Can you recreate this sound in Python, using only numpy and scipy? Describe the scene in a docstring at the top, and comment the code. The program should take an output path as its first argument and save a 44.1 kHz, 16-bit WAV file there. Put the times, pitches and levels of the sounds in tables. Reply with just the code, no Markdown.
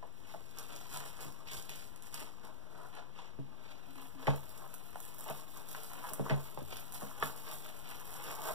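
"""A soft slap and a faint rustle open a run of crackles, snaps and knocks over quiet room tone:
hands unroll a stiff coated canvas on a wooden desk in a small room, close to two microphones.
Film, sheet and fingertips are noise driven by random slips; creases snap, and blows ring the desk's modes.
The hollow roll hums on one note when bumped or dragged. The left microphone is duller, inverted,
a little late and carries an offset."""
import sys
import numpy as np
from scipy import signal
from scipy.fft import rfft, irfft, next_fast_len
from scipy.io import wavfile

SR = 44100
rng = np.random.default_rng(int(sys.argv[2]) if len(sys.argv) > 2 else 0)


def transcribe(u):
    """Save the signal u as a 16-bit wav file named by the first command-line argument.

    u: samples, shape (n,) or (channels, n), limited to [-1, 1]; the rate is SR.
    q: integer samples, one column per channel.
    """
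    v = np.clip(np.atleast_2d(u).T, -1, 1)
    q = np.round(v * 32767).astype(np.int16)
    wavfile.write(sys.argv[1], SR, q)


N = 376613  # length in samples

# Room tone spectrum. Each row: frequency in Hz, density in dB per Hz.
ROOM_TONE = [(30, -94), (75, -83), (150, -82.5), (350, -90), (1200, -101.5), (3000, -104), (7000, -114),
             (15000, -115)]
# Reverberation. Each row: band centre in Hz, time to fall 60 dB in seconds.
ROOM_DECAY = [(300, 0.25), (1500, 0.12), (8000, 0.24)]
# Bumps and drags of the hollow roll. Each row: start in seconds, peak in dB, contact decay in seconds.
ROLL_BUMPS = [(3.389, -42.5, 0.021), (3.872, -52.5, 0.017), (3.956, -49.5, 0.11), (4.15, -47, 0.037),
              (7.024, -43, .01)]
# Modes of the desk top. Each row: frequency in Hz, relative level in dB, time to fall 60 dB in seconds.
DESK_MODES = [(82.6, -26.5, 0.66), (139.7, 0, 0.27), (203, -11.5, 0.2), (269.4, -15, 0.19),
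              (442, -1, 0.025), (644.5, -17, 0.076)]
# Sheet slaps and bumps of the roll. Each row: start in seconds, slap peak in dB, slap centre in Hz,
# desk peak in dB, hardness in dB per octave, contact time in seconds.
CONTACTS = [(.027, -40, 617, -63, 14, 0.017), (0.3403, -32, 624, -73, -11, 0.015),
            (1.254, -40, 284, -41.5, -6, 0.024), (2.217, -40, 274, -62, 18, 0.017),
            (3.3885, -40, 318, -34, 1, 0.0099), (4.27, -24, 1960, -28, 10.5, 0.0069),
            (4.279, -16.5, 610, -20, -4.5, 0.012), (4.9574, -31, 775, -59, -8, 0.0022),
            (5.263, -37.5, 637, -74, -5, 0.045), (5.299, -31, 716, -33, 9.5, 0.014),
            (5.7481, -31, 1260, -59, -15, 0.0058), (6.041, -33, 1010, -72, 0, 0.022),
            (6.112, -43, 375, -41, 8.5, 0.017), (6.183, -39, 480, -38, 0, 0.015),
            (6.196, -24, 385, -25.5, 2, 0.013), (6.297, -25.5, 1800, -27.5, 11, 0.018),
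            (6.311, -26, 493, -23, -9, 0.023), (6.5748, -29, 617, -38, 0, 0.013),
            (6.619, -39.5, 302, -42.5, -39, 0.0083), (6.726, -37.5, 427, -51, -5, 0.0022),
            (7.021, -34.5, 626, -36.5, 3, 0.013), (7.113, -41, 1140, -68, 0, 0.0024),
            (7.2259, -18.5, 1190, -29, 9, 0.0045)]
# Resonances of the curled sheet. Each row: frequency in Hz, width in Hz, relative level in dB.
SHEET_MODES = [(302, 92, -7.5), (544, 75, -2.5), (672, 104, 2), (958, 264, -1), (1218, 318, 0.5),
               (1458, 610, -6)]
# Single creases of the film that let go. Each row: start in seconds, peak in dB.
CREASES = [(.5862, -27), (.762, -31), (.9385, -32), (.972, -28), (1.515, -32), (1.6945, -32), (1.8738, -41),
           (1.9606, -40), (2.0235, -39), (2.1425, -25), (2.952, -42), (4.017, -40), (4.36, -31),
           (4.493, -39), (4.578, -36), (4.741, -29), (4.748, -33), (5.003, -31), (5.052, -33),
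           (5.1457, -34), (5.184, -32), (5.1905, -30), (5.198, -33), (5.208, -31), (5.2415, -29),
           (5.28, -33), (5.3, -30), (5.572, -34), (5.687, -32), (5.834, -33), (6.0965, -34), (6.1348, -20),
           (6.939, -30), (7.436, -33), (7.644, -35), (7.791, -34), (7.902, -33), (8.1404, -32), (8.24, -32),
           (8.314, -27), (8.352, -29)]
# Film colour. Each row: frequency in Hz, relative gain in dB.
FILM_COLOUR = [(700, 1), (3000, 0.5), (6500, -0.5), (8500, 1), (15500, -4)]
# The film is duller while the roll is tight. Each row: time in seconds, gain in dB of an added treble band.
FILM_TREBLE = [(2.3, -10), (4.3, 7.5)]
# Separate moves of the hands. Each row: peak time in seconds, swell time in seconds,
# then the peak levels in dB of film crackle, sheet rustle and fingertip slide.
HAND_MOVES = [(.30, 0.06, -57.5, -58.5, -58.5), (0.588, 0.033, -48.5, -49.5, -55),
              (.70, 0.0075, -89, -49, -52.5), (0.951, 0.066, -42, -49, -55),
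              (1.031, 0.075, -49, -47.5, -54), (1.208, 0.049, -44.5, -49.5, -57),
              (1.48, 0.0093, -48, -60, -43.5), (1.518, 0.0046, -39.5, -55, -57),
              (1.694, 0.0043, -43.5, -59.5, -47), (1.80, 0.089, -53.5, -79, -61),
              (1.959, 0.0042, -63, -80, -68), (2.026, 0.0028, -49, -74, -65),
              (2.141, 0.009, -45, -52, -49.5), (2.224, 0.017, -63, -49, -52.5),
              (2.444, 0.037, -56, -51, -65), (2.85, 0.24, -61.5, -52, -81), (2.955, 0.024, -83, -46.5, -52),
              (3.178, 0.036, -70, -52.5, -56), (3.24, 0.062, -76, -57.5, -58.5),
              (3.72, 0.13, -67, -56.5, -58), (4.015, 0.23, -59.5, -57, -59.5),
              (4.298, 0.081, -54.5, -44.5, -51), (4.63, 0.066, -82, -49, -80), (5.03, 0.033, -53, -69, -78),
              (5.185, .004, -62, -53.5, -76), (5.30, 0.06, -59, -49.5, -51.5),
              (5.57, 0.072, -56.5, -60, -86), (5.688, .004, -49, -99.5, -96), (5.80, 0.08, -54, -65, -64),
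              (6.11, 0.47, -58, -49.5, -59), (6.265, 0.045, -81, -43.5, -61),
              (6.298, 0.0056, -75, -41, -51), (6.729, 0.018, -50.5, -50, -47),
              (6.94, 0.034, -47.5, -58, -75), (7.025, 0.1, -54, -51, -74), (7.236, 0.046, -46.5, -41, -49),
              (7.50, 0.058, -47.5, -47.5, -50.5), (7.648, 0.015, -58, -51.5, -52),
              (7.904, 0.078, -50.5, -51, -52), (8.16, 0.14, -51.5, -60, -68), (8.32, 0.21, -53, -46, -52),
              (8.483, 0.097, -43.5, -36.5, -50.5)]
# Fall after each move, in dB per second: film, sheet, fingertips.
MOVE_FADES = (109, 160, 201)
# Faint stirring of the held roll. Each row: time in seconds, film crackle in dB, sheet rustle in dB.
STIRRING = [(0, -71, -71), (.8, -53, -63), (1.4, -65.5, -60.5), (2.57, -70.5, -65.5), (3.33, -83, -68),
            (4.5, -60.5, -61.5), (6.5, -57.5, -59.5), (8.54, -60.5, -57)]
# Response of the left microphone. 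Each row: frequency in Hz, gain in dB.
LEFT_RESPONSE = [(40, 9), (110, -0.5), (300, 0), (5000, -1), (8500, -5.5), (9900, -1), (11000, -7.5),
                 (15000, -7)]

HUM_HZ, HUM_WIDTH_HZ = 267, 6.9
STRIKE_SPREAD_DB, STRIKE_DETUNE = 3, .015  # standard deviations of mode level and of relative frequency
SNAP_TIGHT_HZ, SNAP_LOOSE_HZ = 8000, 13000
SNAP_WIDTH_HZ, SNAP_DECAY_S = 11000, .0008  # width of each of two filter passes
PEEL_DB, PEEL_DECAY_S, PEEL_HZ = -19, .012, 12000  # gain before the snap is scaled to its peak
SWELL_DB = 12  # rise of a move during its swell time
STIR_SLIDE_DB = -5.5  # fingertips against the mean of film and sheet in dB
DESK_LEAD_S = 0.0014  # before the lag of the left microphone
LEFT_LAG_SAMPLES, LEFT_OFFSET = 19.8, .007  # offset as a part of full scale
TOP_HZ = 15600  # upper edge of both channels


def undb(db):
    """Decibels express a ratio of amplitudes on a logarithmic scale."""
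    return 10 ** (np.asarray(db) / 20)


def level(x, db):
    """Root-mean-square scaling sets the average power."""
    return x * undb(db) / np.sqrt(np.mean(x ** 2))


def peak(x, db):
    """Peak scaling sets the largest excursion."""
    return x * undb(db) / np.abs(x).max()


def colour(x, points, lag=0):
    """Linear filtering: gains joined on a log-frequency axis, and a delay in samples as a phase slope."""
    hz, db = np.transpose(points)
    size = next_fast_len(len(x) + 4096)
    f = np.maximum(np.arange(size // 2 + 1) * SR / size, 1)
    gain = undb(np.interp(np.log(f), np.log(hz), db))
    delay = np.exp(-2j * np.pi * f * lag / SR)
    return irfft(rfft(x, size) * gain * delay, size)[:len(x)]


def band(x, hz, width_hz):
    """A single resonance has unit gain at its centre; its width sets its damping."""
    return signal.lfilter(*signal.iirpeak(hz, hz / width_hz, SR), x)


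def double_band(x, hz, width_hz):
    """Two equal resonances in series have steeper skirts than one."""
    return band(band(x, hz, width_hz), hz, width_hz)


def burst(decay_s):
    """An impulsive source: noise that starts at once and decays exponentially."""
    t = np.arange(SR // 8) / SR
    return rng.standard_normal(len(t)) * np.exp(-t / decay_s)


def grains(per_s, spread_db, burst_s):
    """Stick-slip friction: random slips, many small and few large, each decaying exponentially."""
    size = np.minimum(rng.exponential(size=N), 3.5)
    slip = (rng.random(N) < per_s / SR) * undb(spread_db * size)
    return signal.lfilter([1], [1, -np.exp(-1 / (burst_s * SR))], slip)


def add(out, s, sound):
    """Superposition: a sound starting at s seconds adds to what is there."""
    i = int(s * SR)
    out[i:i + len(sound)] += sound[:N - i]


def room_tone():
    """Steady background noise is a random signal with a given power spectral density."""
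    unit_density = np.sqrt(SR / 2) * rng.standard_normal(N)
    return colour(unit_density, ROOM_TONE)


def tail():
    """Diffuse reverberation: noise of unit energy that decays at a separate rate in each band."""
    t = np.arange(SR // 3) / SR
    answer = np.zeros(len(t))
    for hz, t60 in ROOM_DECAY:
        noise = band(rng.standard_normal(len(t)), hz, 1.85 * hz)
        answer += noise * undb(-60 * t / t60)
    return answer / np.sqrt(np.sum(answer ** 2))


def room(x, count=3):
    """Time-varying reverberation: the sheet keeps moving, so the answer fades from one shape to the next."""
    turn = 2 * np.pi * np.arange(N) / SR
    out = np.zeros(N)
    for k in range(count):
        # the squares of all shares sum to one
        share = np.sqrt(2 / count) * np.cos(turn + np.pi * k / count)
        out += signal.oaconvolve(x * share, tail())[:N]
    return out


def hums():
    """Air-column resonance: short noise excites one low, narrow mode of the hollow roll."""
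    out = np.zeros(N)
    for s, db, contact_s in ROLL_BUMPS:
        contact = np.pad(burst(contact_s), (0, SR // 4))
        add(out, s, peak(band(contact, HUM_HZ, HUM_WIDTH_HZ), db))
    return out


def desk_ring(hard_db):
    """Modal vibration: decaying sines vary with the spot struck; a harder blow favours the upper modes."""
    t = np.arange(SR // 2) / SR
    spot = rng.standard_normal((len(DESK_MODES), 2)) * (STRIKE_SPREAD_DB, STRIKE_DETUNE)
    ring = np.zeros(len(t))
    for (hz, db, t60), (spot_db, detune) in zip(DESK_MODES, spot):
        # hardness counts octaves from the second mode
        mode_db = db + spot_db + hard_db * np.log2(hz / DESK_MODES[1][0])
        ring += undb(mode_db - 60 * t / t60) * np.sin(2 * np.pi * hz * (1 + detune) * t)
    return t, ring


def slap(hz, contact_s):
    """Impact and air flow: a first touch, then air squeezed out in uneven puffs as the sheet settles."""
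    air = burst(contact_s)
    puffs = np.repeat(rng.exponential(size=len(air) // 128 + 1), 128)[:len(air)]
    air *= puffs ** .5
    air[0] += 1.5 * np.sqrt(SR / hz)  # first touch
    return double_band(air, hz, 0.87 * hz)


def knocks():
    """Impact excitation: each contact slaps the sheet and, more slowly, pushes the desk top into its modes."""
    slaps, desk = np.zeros(N), np.zeros(N)
    for s, slap_db, hz, desk_db, hard_db, contact_s in CONTACTS:
        add(slaps, s, peak(slap(hz, contact_s), slap_db))
        t, ring = desk_ring(hard_db)
        # the modes swell while the contact lasts
        swell = 1 - np.exp(-(t / (0.55 * contact_s)) ** 2)
        add(desk, s, peak(ring * swell, desk_db))
    return slaps, desk


def sheet(x):
    """Resonant radiation: the curled canvas rings at its modes, neighbours in opposite polarity."""
    out = np.zeros(len(x))
    for k, (hz, width_hz, db) in enumerate(SHEET_MODES):
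        out += (-1) ** k * undb(db) * band(x, hz, width_hz)
    return out


def snaps():
    """Sudden release: a crease clicks and jolts the sheet; the freed film peels on with a fading hiss."""
    clicks, jolts = np.zeros(N), np.zeros(N)
    for s, db in CREASES:
        peel = undb(PEEL_DB) * double_band(burst(PEEL_DECAY_S), PEEL_HZ, SNAP_WIDTH_HZ)
        # the click brightens as the roll loosens
        hz = np.interp(s, np.transpose(FILM_TREBLE)[0], (SNAP_TIGHT_HZ, SNAP_LOOSE_HZ))
        click = double_band(burst(SNAP_DECAY_S), hz, SNAP_WIDTH_HZ)
        add(clicks, s, peak(click + peel, db))
        jolts[int(s * SR)] = undb(db)
    return clicks + undb(14) * sheet(jolts)


def effort():
    """Power summation: the moves add as incoherent sources over the stirring, giving three gains."""
    t = np.arange(0, N, 64) / SR
    s, film_db, sheet_db = np.transpose(STIRRING)
    stir_db = [film_db, sheet_db, (film_db + sheet_db) / 2 + STIR_SLIDE_DB]
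    power = np.array([undb(np.interp(t, s, db)) ** 2 for db in stir_db])
    for s, swell_s, *peak_db in HAND_MOVES:
        before_db = SWELL_DB * (s - t) / swell_s
        after_db = np.outer(MOVE_FADES, t - s)
        below_peak_db = np.where(t < s, before_db, after_db)
        power += undb(np.array(peak_db)[:, None] - below_peak_db) ** 2
    return [np.interp(np.arange(N) / SR, t, np.sqrt(p)) for p in power]


def handling():
    """Friction noise follows the hands: the same slips sound in the sheet and on the weave."""
    film_gain, sheet_gain, slide_gain = effort()
    noise = rng.standard_normal((3, N))
    slips = grains(per_s=970.0, spread_db=4.5, burst_s=0.0036)
    crackle = .25 + grains(per_s=150., spread_db=3., burst_s=.0006)
    # patches peel off at once, then ease
    crackle = crackle + .25 * grains(per_s=28., spread_db=2., burst_s=.02)
    film = colour(crackle * noise[0], FILM_COLOUR)
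    treble_gain = undb(np.interp(np.arange(N) / SR, *np.transpose(FILM_TREBLE)))
    film = level(film + treble_gain * band(film, 14000, 5200), 0)
    rustle = level(sheet(slips * noise[1]), 0)
    weave = band((slips + 0.25 * crackle) * noise[2], 2200.0, 8000.0)
    slide = level(band(weave, 2490.0, 1430.0), 0)
    return film * film_gain + rustle * sheet_gain + slide * slide_gain


def scene():
    """Partial coherence: most sound is shared; some low reverberation and room tone differ by side."""
    slaps, desk = knocks()
    hands = handling()
    near = hands + snaps() + slaps
    # the working hands keep the desk murmuring
    murmur = undb(-38.0) * signal.oaconvolve(hands, desk_ring(2.54)[1])[:N]
    desk = desk + hums() + murmur
    shared = near + undb(-5) * room(near) + room_tone()
    own = np.array([band(undb(-14) * room(near) + undb(-3) * room_tone(), 200, 600) for _ in range(2)])
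    # the shake of the desk reaches the left microphone first
    desk_pair = np.array([np.roll(desk, -int(DESK_LEAD_S * SR)), desk])
    return shared + own + desk_pair


def record(dry):
    """Transduction as linear filtering: left is duller, late, inverted and offset; both tops are cut."""
    left = LEFT_OFFSET - colour(dry[0], LEFT_RESPONSE, LEFT_LAG_SAMPLES)
    sos = signal.ellip(10, .2, 70, TOP_HZ, fs=SR, output="sos")
    return signal.sosfiltfilt(sos, np.array([left, dry[1]]))


dry = scene()
out = record(dry)
transcribe(out)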